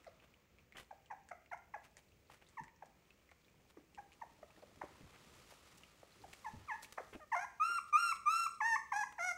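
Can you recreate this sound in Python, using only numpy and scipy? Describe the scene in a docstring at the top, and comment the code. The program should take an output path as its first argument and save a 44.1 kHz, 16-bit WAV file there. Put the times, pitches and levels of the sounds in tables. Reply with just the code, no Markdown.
"""Small puppies at a milk bowl on a tiled floor, over room tone and rustling cloth (filtered noise).
First tongues click (ringing snaps), yips and short whimpers sound (harmonic stacks through a throat filter),
and paws scuff, bump and patter (noise crackle, damped knocks), patters loudest near 5 s.
After 7 s come whines and three high squeals as one is picked up, and the cloth turns quieter.
The hard room rings after every call: early echoes and a diffuse tail."""
import sys
import numpy as np
from scipy import signal
from scipy.fft import rfft, irfft, next_fast_len
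from scipy.io import wavfile
from scipy.ndimage import uniform_filter1d, map_coordinates

SR = 44100
rng = np.random.default_rng(int(sys.argv[2]) if len(sys.argv) > 2 else 0)


def output_pcm(signal):
    """Save a mono or channel-first signal as 16-bit PCM at the path in sys.argv[1].

    Samples are clipped to [-1, 1] before scaling.
    """
    pcm = np.clip(np.atleast_2d(signal).T, -1, 1) * 32767
    wavfile.write(sys.argv[1], SR, np.round(pcm).astype(np.int16))


N = 413216
TIME_S = np.arange(N) / SR
TOP_HZ = 15760  # band limit

# Cloth level, interpolated. Each row: time in seconds, body in dB (3 dB over its level), hiss in dB (2 dB over).
RUSTLE_LEVELS = [(0.0, -70.5, -81), (0.46, -77, -86.5), (0.98, -79, -84.5), (1.51, -84, -86),
                 (2.03, -79, -80.5), (2.35, -81, -84.5), (2.49, -72.5, -78), (2.71, -81, -87),
                 (2.99, -76, -82), (3.82, -79.5, -82), (5.04, -65, -72.5), (5.4, -65.5, -70),
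                 (6.11, -70, -75), (6.33, -66.5, -68), (6.63, -66, -73.5), (7.15, -72, -71)]
# Spectrum of rubbing cloth. Each row: frequency in Hz, relative level in dB.
CLOTH_SPECTRUM = [(180, -57), (300, -18), (461, -8), (509, -6), (720, -9.5), (835, -9), (1300, -4.5),
                  (1510, -10.5), (2560, -9.5), (7500, -13.5), (15500, -26)]
# Low room tone. Each row: frequency in Hz, relative level in dB.
HUM_SPECTRUM = [(12, -57), (20, -20.5), (60, 2), (76, 3), (97, -5), (145, -2.5), (229, -5), (265, -9.5),
                (367, -8.5), (403, -11.5), (500, -10), (650, -21), (1100, -120)]
# High room tone. Each row: frequency in Hz, relative level in dB.
AIR_SPECTRUM = [(200, -13), (550, 0), (1200, -13), (2400, -3), (3800, -19.5), (7000, -14), (10000, -35.5),
                (15000, -13.5)]
# Shuffling paws, interpolated. Each row: time in seconds, level of the faintest patter in dB.
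SHUFFLE_LEVELS = [(0, -88), (4.3, -64), (4.8, -58), (5.4, -68), (5.9, -70), (7.2, -85)]
# Tongue clicks. Each row: start in seconds, level before the mouth filter in dB, nominal mouth resonance in Hz,
# snap noise against the ring in dB.
LICK_EVENTS = [(0.045, -49, 1990, -18), (0.1997, -56, 2660, -23), (0.3394, -54, 2700, -30),
               (0.5856, -53, 2370, -31), (0.7236, -46, 2160, -27), (0.7697, -44.5, 3120, -16),
               (0.7835, -41.5, 2090, -27), (1.06, -58, 2780, -11), (1.2885, -46, 1840, -10.5),
               (1.4606, -53.5, 2400, -26), (1.5758, -54.5, 1740, -12), (1.9689, -47.5, 2050, -4.5),
               (2.488, -63, 2240, 4.5), (2.6363, -46, 1790, -10.5), (2.681, -49, 2180, -31),
               (2.858, -57.5, 1770, -3.5), (3.1058, -51.5, 2480, -27), (3.2917, -52, 2170, -27),
               (3.3144, -49.5, 2010, -17), (3.4828, -58, 2630, -27), (3.9477, -53.5, 2470, -7),
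               (4.1197, -51, 2650, -46), (4.131, -56.5, 2580, -3.5), (4.5055, -55, 2540, -19),
               (4.565, -55, 1830, -26), (5.8352, -46, 2470, -35), (6.331, -44, 2430, -13),
               (6.8464, -42.5, 2500, -22)]
# Yips and grunts. Each row: start in seconds, length in seconds, pitch in Hz, last pitch in Hz,
# level before the throat in dB, roughness from 0 to 1.
YIP_EVENTS = [(0.065, 0.02, 686, 500, -51, 0.13), (0.908, 0.023, 789, 613, -50, 0.25),
              (1.103, 0.035, 838, 770, -45, 0.37), (1.309, 0.027, 724, 690, -45, 0.37),
              (1.74, 0.025, 836, 660, -43, 0.37), (2.823, 0.013, 794, 590, -48, 0.5),
              (3.769, 0.0215, 367, 254, -55, 0.95), (3.977, 0.028, 834, 763, -46, 0.37),
              (4.215, 0.023, 892, 710, -46.5, .3), (4.428, .016, 633, 384, -53, 0.2),
              (4.623, 0.0174, 673, 447, -52, 1), (4.814, .025, 773, 383, -45.5, .99),
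              (6.031, 0.0053, 566, 388, -52.5, 1), (6.238, .017, 813, 587, -51, 0.2),
              (6.976, 0.032, 790, 496, -44, 0.94)]
# Throat and mouth half closed. Each row: frequency in Hz, gain in dB.
HALF_CLOSED_THROAT = [(350, -0.5), (750, -2.5), (1150, 5), (1450, -4.5), (2100, -2.5), (2850, -28.5),
                      (4100, -27.5), (4900, -25.5), (6100, -11.5), (7200, -26.5), (8200, -26.5),
                      (9500, -33.5), (11500, -31), (13000, -47)]
# Throat and mouth wide open. Each row: frequency in Hz, gain in dB.
WIDE_OPEN_THROAT = [(350, -25), (1150, -0.5), (1500, -5), (2050, 3), (2700, -16), (3200, -33),
                    (4000, -26.5), (4700, -37.5), (5900, -16.5), (7400, -37.5), (8300, -24), (9600, -40),
                    (11000, -36.5), (15500, -47.5)]
# Hiss at the vocal folds. Each row: frequency in Hz, relative level in dB.
AIRFLOW_SPECTRUM = [(400, -30), (1000, 7), (2000, -3), (3200, 14.5), (6000, 5.5), (12000, 17.5)]
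# Wet splutters and scuffs. Each row: start of the decay in seconds, rise plus decay constant in seconds,
# level at the top in dB, treble tilt in dB.
SCUFF_EVENTS = [(0.233, 0.027, -63.5, -6), (0.76, 0.022, -55.5, -20), (0.783, 0.05, -53.5, 2.5),
                (1.846, 0.029, -60, 2), (1.985, 0.027, -67.5, 5), (2.325, 0.058, -61.5, 2.5),
                (2.421, 0.02, -65, -6), (3.698, 0.022, -67.5, 5), (5.146, 0.035, -62.5, -23),
                (5.496, 0.079, -64, 8.5), (5.781, 0.014, -60, 15), (6.334, 0.0092, -56.5, 6),
                (6.833, 0.025, -51, 14.5), (6.926, 0.0064, -48.5, 11.5), (7.134, 0.015, -52.5, -9),
                (7.149, 0.013, -50.5, -8), (7.885, 0.026, -67, 9), (8.157, 0.02, -63, 9),
                (8.35, 0.01, -61, 13), (9.125, 0.007, -57.5, -1)]
# Whimpers. Each row: start in seconds, length in seconds, time to the lowest pitch in seconds, first, lowest
# and last pitch in Hz, level before the throat in dB, overtones at the lowest pitch in dB.
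WHIMPER_EVENTS = [(1.516, 0.031, .015, 980, 685, 937, -44, -2.5),
                  (2.572, 0.034, 0.019, 1183, 872, 963, -47.5, -1),
                  (6.446, .044, 0.032, 1115, 848, 890, -46, -5.5),
                  (6.678, .08, .049, 1354, 839, 927, -47, 3.5),
                  (7.319, 0.033, 0.0148, 1054, 874, 1107, -38, -1.5)]
# Soft bumps on floor and bowl. Each row: start in seconds, level before the knock and puff gains in dB, pitch in Hz.
BUMP_EVENTS = [(1.97, -56, 625), (2.298, -45, 860), (2.605, -48.5, 139.5), (3.315, -46.5, 784),
               (4.574, -51.5, 336), (4.836, -39.5, 370), (5.008, -48.5, 202), (5.028, -50.5, 83),
               (5.269, -54, 238), (5.518, -43, 580), (6.536, -43, 120), (6.569, -47.5, 97),
               (7.128, -44, 447), (7.148, -37.5, 277), (7.695, -53, 350)]
# Long cries. Each row: start in seconds, length in seconds, time of mouth opening in seconds, closed pitch in Hz,
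# crest pitch in Hz, time of the crest in seconds, droop in Hz, last pitch in Hz, closed and open level before
# the throat in dB, open-mouth overtones in dB, open-mouth edge in dB, rasp from 0 to 1.
WHINE_EVENTS = [(7.198, 0.0455, .02, 635, 607, .04, 59, 590, -58.5, -63.5, 2.5, -10, .3),
                (7.346, .105, .046, 697.5, 819, 0.11, 101.5, 1003, -40.5, -47.5, 3.5, -3.5, 0.8),
                (8.606, 0.16, 0.038, 850, 921.4, .063, 63.4, 1120, -38, -39.5, 8, -2, 0.16),
                (8.921, .119, 0.021, 811, 851, .072, 286, 1014, -38, -43.5, 4, 0.5, 0.5),
                (9.184, 0.14, 0.031, 686, 734, 0.08, 178.4, 718, -44.5, -46.5, 8, 4.5, 0.48)]
# Squeals. Each row: the same columns, in the same units, as the whines.
SQUEAL_EVENTS = [(7.6, 0.19, 0.03, 1242, 1392, 0.12, 87, 1170, -26, -36.5, 2.3, 0.56, 0.4),
                 (7.928, .2, .046, 1220, 1391, .095, 85, 1122, -24.5, -36, 5.5, 5.9, .3),
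                 (8.259, .21, 0.037, 1211, 1357, .14, 45.8, 1177, -25.5, -34.5, 2, 5.2, 0.24)]
# First echoes. Each row: delay in seconds, gain as a ratio.
WALL_ECHOES = [(.0043, 0.0089), (.0091, -0.03), (0.0133, 0.17), (.0188, .06), (.0262, 0.024)]
# Colour of the room's tail. Each row: frequency in Hz, relative strength in dB.
TAIL_COLOUR = [(150, 2), (800, -3.5), (1400, 0), (3300, -3.5), (6000, 2), (8300, 5), (14000, 5.5)]
# Decay of the room's tail. Each row: frequency in Hz, time to fall 60 dB in seconds.
TAIL_T60 = [(150, 0.25), (700, 0.47), (1400, 0.43), (3000, 0.45), (8000, 0.4), (15000, 0.16)]

YIP_START_RATIO = 1.26  # first pitch over main pitch
FULL_YIP_DB, BRIGHTEN_DB_PER_DB = -42, 1.34  # overtones lose this much per dB under a full yip
SCUFF_RISE_SHARE = 0.35  # share of a scuff spent swelling
DIP_POWER, FADE_IN_DB, FADE_OUT_DB, WHIMPER_EDGE_DB = 1.6, 7, 2.5, -13.5  # dip shape, weaker ends, treble edge
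BUMP_CYCLES = 23  # to fall 60 dB
DROOP_S = 0.1  # distance from the crest at which the full droop is reached
# Random wavering of the fundamental's level while the mouth is open.
FUNDAMENTAL_WAVER_DB, WAVER_KNOTS_PER_S = 2, 46.8


def amp(db):
    """Decibels to gain."""
    return 10 ** (np.asarray(db) / 20)


def unit(x):
    """Scale to rms 1."""
    return x / np.sqrt(np.mean(x ** 2) + 1e-20)


def along(points, hz):
    """Read (Hz, value) points on a log axis."""
    point_hz, values = np.transpose(points)
    return np.interp(np.log(hz + 1), np.log(point_hz + 1), values)


def filtered(x, response):
    """Multiply the spectrum of x by a response of frequency."""
    size = next_fast_len(len(x) + 8192)
    spectrum = rfft(x, size) * response(np.fft.rfftfreq(size, 1 / SR))
    return irfft(spectrum, size)[:len(x)]


def noise(spectrum, size=N):
    """Coloured noise of rms 1."""
    return unit(filtered(rng.standard_normal(size), lambda hz: amp(along(spectrum, hz))))


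def wobble(knots_per_s, size=N):
    """Smooth random curve through random knots."""
    knots = rng.standard_normal(int(size * knots_per_s / SR) + 4)
    return map_coordinates(knots, [np.arange(size) * knots_per_s / SR])


def add(track, start_s, sound):
    """Mix a sound into the track."""
    start = max(round(start_s * SR), 0)
    track[start:start + len(sound)] += sound[:max(N - start, 0)]


def background():
    """Steady room tone; cloth rubs and rumbles as someone shifts about, then drops 8 dB."""
    s, *columns = np.transpose(RUSTLE_LEVELS)
    body_db, hiss_db = [np.interp(TIME_S, s, c) for c in columns]
    cloth = noise(CLOTH_SPECTRUM) * amp(1.5 * wobble(250) + 0.69 * wobble(16))
    body = filtered(cloth, lambda hz: 1 / (1 + (hz / 3500) ** 4))
    hiss = cloth - body
    rumble = noise([(25, -31), (70, -0.5), (180, -6.5), (420, -8.5), (700, -27.5), (2000, -78)])
    rumble = rumble * amp(3.5 * wobble(10))
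    rustle = unit(body) * amp(body_db - 3) + rumble * amp(body_db - 8) + unit(hiss) * amp(hiss_db - 2)
    moving = amp(np.interp(TIME_S, [7.14, 7.25], [0, -8]))
    hum = amp(-73.5) * noise(HUM_SPECTRUM) * amp(1.5 * wobble(6.5))
    air = amp(-77) * noise(AIR_SPECTRUM)
    return rustle * moving + hum + air


def shuffling():
    """Paws and bellies scrape the tiles as the puppies crowd the bowl: faint damped sines at random times."""
    t = np.arange(SR // 25) / SR
    out = np.zeros(N)
    for when, size, pitch in rng.random((320, 3)):
        start_s = when * SHUFFLE_LEVELS[-1][0]
        busy_db = np.interp(start_s, *np.transpose(SHUFFLE_LEVELS))
        hz = 230 * 4.5 ** pitch
        decay = amp(busy_db + 3.7 * size ** 2 - 60 * t / 0.021)
        add(out, start_s, decay * np.sin(2 * np.pi * hz * t))
    return out


def lick(db, hz, treble_db, t60_s=0.011, spread_s=0.0045):
    """A film of milk breaks in four tiny snaps that ring in the mouth."""
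    t = np.arange(SR // 20) / SR
    out = np.zeros(len(t))
    for i, (gap, detune) in enumerate(rng.random((4, 2))):
        age = np.maximum(t - spread_s * i * (0.5 + gap), 0)
        ring_hz = hz * (0.878 + 0.27 * detune)
        ring = np.sin(2 * np.pi * ring_hz * age) * amp(-60 * age / t60_s)
        snap = 0.98 * amp(treble_db - 60 * age / 0.011) * rng.standard_normal(len(t)) * (age > 0)
        out += amp(db - 5.4 * i) * (ring + snap)
    mouth = [(400, -33), (1500, -4.5), (8000, 7), (14000, -36)]
    return filtered(out, lambda f: amp(along(mouth, f)))


def lapping():
    """Tongues lap milk: clear licks among many faint ones at random times."""
    out = np.zeros(N)
    for start_s, db, hz, treble_db in LICK_EVENTS:
        add(out, start_s, lick(db, hz, treble_db))
    for when, size, mouth in rng.random((90, 3)):
        add(out, when * N / SR, lick(-73 + 14 * size ** 2, 1600 * 4.0 ** mouth, -23, t60_s=0.0094))
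    return out


def call(rows, throat, jitter, flutter_db, rasp, grit, attack_s=0.00292, release_s=0.00394):
    """Vocal folds sound a gliding harmonic stack with hiss; throat and mouth colour it."""
    s, *columns = np.transpose(rows)
    t = np.arange(s[0] - attack_s, s[-1] + release_s, 1 / SR)
    pitch, level_db, overtone_db, edge_db = [np.interp(t, s, c) for c in columns]
    pitch = uniform_filter1d(pitch, size=130)
    # Where the pitch breaks quickly the folds lose their grip: high partials give way to hiss.
    grip = 1 / (1 + (np.gradient(np.log(pitch)) * SR / 12) ** 2)
    pitch = pitch * (1 + jitter * wobble(600, len(t)) + 0.003 * wobble(71.7, len(t)))
    k = np.arange(1, 23)[:, None]  # partial numbers
    shrill = k * pitch > 3200
    # Pressing harder lifts the overtones and adds a shrill edge, whose partials tremble one by one.
    tremble = 1 + grit * np.array([wobble(499, len(t)) for _ in k])
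    edge_gains = amp(edge_db) * grip * tremble
    gains = np.where(shrill, edge_gains, amp(overtone_db * (k > 1))) * (k * pitch < TOP_HZ)
    phase = 2 * np.pi * np.cumsum(pitch) / SR
    tone = np.sqrt(2) * np.sum(gains * np.sin(k * phase), axis=0)
    # Air through the gap pulses once a cycle.
    hiss = rasp * noise(AIRFLOW_SPECTRUM, len(t)) * (1 + 0.19 * np.sin(phase))
    hiss = hiss * amp(edge_db / 2 + 11.3 * (1.5 - grip))
    fade_in = np.clip((t - t[0]) / (attack_s * 1.47), 0, 1)
    fade_out = np.clip((t[-1] - t) / release_s, 0, 1)
    level = amp(level_db + flutter_db * wobble(172.7, len(t)))
    source = (tone + hiss) * fade_in * fade_out * level
    return filtered(source, lambda hz: amp(along(throat, hz)))


def yips():
    """One brief push of air whose pitch drops as it fades; the harder the push, the brighter."""
    out = np.zeros(N)
    for s, length, hz, last_hz, db, rough in YIP_EVENTS:
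        overtone_db = BRIGHTEN_DB_PER_DB * (db - FULL_YIP_DB)
        # Time in s, pitch in Hz, level, overtones and edge in dB.
        rows = [(s, hz * YIP_START_RATIO, db - 11.5, overtone_db + 4, -14),
                (s + 0.2 * length, hz, db, overtone_db, -15),
                (s + 0.616 * length, hz * 0.96, db - 5, overtone_db - 3.5, -18),
                (s + length, last_hz, db - 5, overtone_db - 16, -24)]
        add(out, s - 0.002, call(rows, HALF_CLOSED_THROAT, jitter=0.13 * rough, flutter_db=3.5,
                                 rasp=0.41 * rough, grit=0.25, attack_s=0.00207))
    return out


def scuffs():
    """Short swells of crackle: tiny snaps of very uneven size, bunched in clumps, over finer noise."""
    out = np.zeros(N)
    t = np.arange(-SR // 10, SR // 5) / SR
    for s, length, db, treble_db in SCUFF_EVENTS:
        rise_s, fall_s = SCUFF_RISE_SHARE * length, (1 - SCUFF_RISE_SHARE) * length
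        colour = [(150, 2), (600, 1.5), (1400, 1.5), (2700, 1), (4500, treble_db - 11),
                  (8000, treble_db - 12.5), (14000, treble_db - 21)]
        snaps = rng.standard_normal(len(t)) * (rng.random(len(t)) < 1800 / SR)  # 1800 per s on average
        crackle = unit(snaps) + 0.7 * rng.standard_normal(len(t))
        clumped = crackle * amp(2.9 * wobble(134.3, len(t)))
        grains = unit(filtered(clumped, lambda hz: amp(along(colour, hz))))
        swell = np.exp(-np.abs(t / np.where(t < 0, rise_s, fall_s)) ** 1.73)
        add(out, s + t[0], grains * amp(db) * swell)
    return out


def whimpers():
    """A short cry that slides down to its lowest, strongest point and turns up again."""
    out = np.zeros(N)
    for s, length, low_s, first_hz, low_hz, last_hz, db, overtone_db in WHIMPER_EVENTS:
        t = np.arange(0, length, 1 / SR)
        before = np.clip(1 - t / low_s, 0, 1) ** DIP_POWER
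        after = np.clip((t - low_s) / (length - low_s), 0, 1) ** DIP_POWER
        pitch = low_hz + (first_hz - low_hz) * before + (last_hz - low_hz) * after
        level_db = db - FADE_IN_DB * before - FADE_OUT_DB * after
        rows = np.column_stack([s + t, pitch, level_db, overtone_db + 4 * before - 7 * after,
                                WHIMPER_EDGE_DB + 2 * after])
        add(out, s - 0.003, call(rows, HALF_CLOSED_THROAT, jitter=0.0091, flutter_db=3.5, rasp=0.66, grit=0.15))
    return out


def bumps():
    """Paws and knees meet the floor: a damped knock with a dull puff of noise."""
    out = np.zeros(N)
    t = np.arange(SR // 3) / SR
    for s, db, hz in BUMP_EVENTS:
        t60_s = BUMP_CYCLES / hz
        knock = np.sin(2 * np.pi * hz * t)
        puff = noise([(hz / 3, -14), (hz, 0), (hz * 2, -9), (hz * 8, -36), (hz * 30, -60)], len(t))
        envelope = amp(db - 60 * t / t60_s) * (1 - np.exp(-t / 0.0014))
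        add(out, s, (0.4 * knock + 0.5 * puff) * envelope)
    return out


def long_cry(row, opening_s, break_s, scoop, scoop_s, closed_overtone_db, closed_edge_db,
             onset_db, onset_s, break_db, break_edge_db):
    """Rows for one cry: it swells with the mouth closed, turns shrill as it opens, breaks at the end."""
    (s, length, opens_s, closed_hz, crest_hz, crest_s, droop_hz, last_hz,
     closed_db, open_db, overtone_db, edge_db) = row
    t = np.arange(0, length, 1 / SR)
    mouth = 0.5 + 0.5 * np.tanh((t - opens_s) / opening_s)  # 0 closed, 1 open
    breaking = np.exp(-((length - t) / break_s) ** 4)
    arch = crest_hz - droop_hz * ((t - crest_s) / DROOP_S) ** 2
    pitch = (closed_hz + (arch - closed_hz) * mouth) * (1 + scoop * np.exp(-(t / scoop_s) ** 2))
    pitch = pitch + (last_hz - pitch) * breaking
    closed = 1 - mouth * (1 - breaking)
    # Added to the level, taken off overtones and edge: only the fundamental wavers.
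    waver_db = FUNDAMENTAL_WAVER_DB * wobble(WAVER_KNOTS_PER_S, len(t)) * (1 - closed)
    level_db = closed_db + (open_db - closed_db) * mouth
    level_db = level_db - onset_db * np.exp(-t / onset_s) + break_db * breaking + waver_db
    overtones_db = overtone_db + closed_overtone_db * closed - waver_db
    edges_db = edge_db + closed_edge_db * (1 - mouth) + break_edge_db * breaking - waver_db
    return np.column_stack([s + t, pitch, level_db, overtones_db, edges_db])


def whines():
    """Held cries that swoop in from above and mostly flick upward at the end."""
    out = np.zeros(N)
    for *row, rasp in WHINE_EVENTS:
        rows = long_cry(row, opening_s=0.014, break_s=0.0064, scoop=0.37, scoop_s=0.0065,
                        closed_overtone_db=-7.5, closed_edge_db=-9.5, onset_db=0.5, onset_s=0.013,
                        break_db=2.6, break_edge_db=-5.5)
        add(out, row[0] - 0.003, call(rows, HALF_CLOSED_THROAT, jitter=0.006 * rasp, flutter_db=3.64 * rasp,
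                                      rasp=rasp, grit=0.29))
    return out


def squeals():
    """High cries through a wide mouth: a loud round start, a shrill arch, a sudden drop."""
    out = np.zeros(N)
    for *row, rasp in SQUEAL_EVENTS:
        rows = long_cry(row, opening_s=0.011, break_s=0.0059, scoop=-0.02, scoop_s=0.022,
                        closed_overtone_db=-12.5, closed_edge_db=-18.5, onset_db=11.5, onset_s=0.0079,
                        break_db=3, break_edge_db=-15)
        add(out, row[0] - 0.003, call(rows, WIDE_OPEN_THROAT, jitter=0.0031, flutter_db=1.24, rasp=rasp,
                                      grit=0.36, release_s=0.0025))
    return out


def room(x, wet_db):
    """Floor and cupboards echo first; a diffuse noise tail dies away, each band at its own rate."""
    hz, t, z = signal.stft(rng.standard_normal(SR * 3 // 4), SR, nperseg=256)
    decay_db = along(TAIL_COLOUR, hz)[:, None] - 60 * t / along(TAIL_T60, hz)[:, None]
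    tail = signal.istft(z * amp(decay_db), SR, nperseg=256)[1]
    tail = tail * np.clip(np.arange(len(tail)) / SR / 0.025, 0, 1)  # 25 ms build-up
    response = amp(wet_db) * tail / np.linalg.norm(tail)
    for delay_s, gain in WALL_ECHOES:
        response[round(delay_s * SR)] += gain
    return x + signal.fftconvolve(x, response)[:N]


def scene():
    """Voices ring more than the floor sounds; the background stays dry."""
    voices = yips() + whimpers() + whines() + squeals()
    floor = lapping() + scuffs() + bumps() + shuffling()
    return (room(voices, wet_db=-8.5) + room(floor, wet_db=-18) + background())[None]


def record(dry):
    """Remove everything from the band limit up."""
    return filtered(dry[0], lambda hz: hz < TOP_HZ)[None]


dry = scene()
out = record(dry)
output_pcm(out)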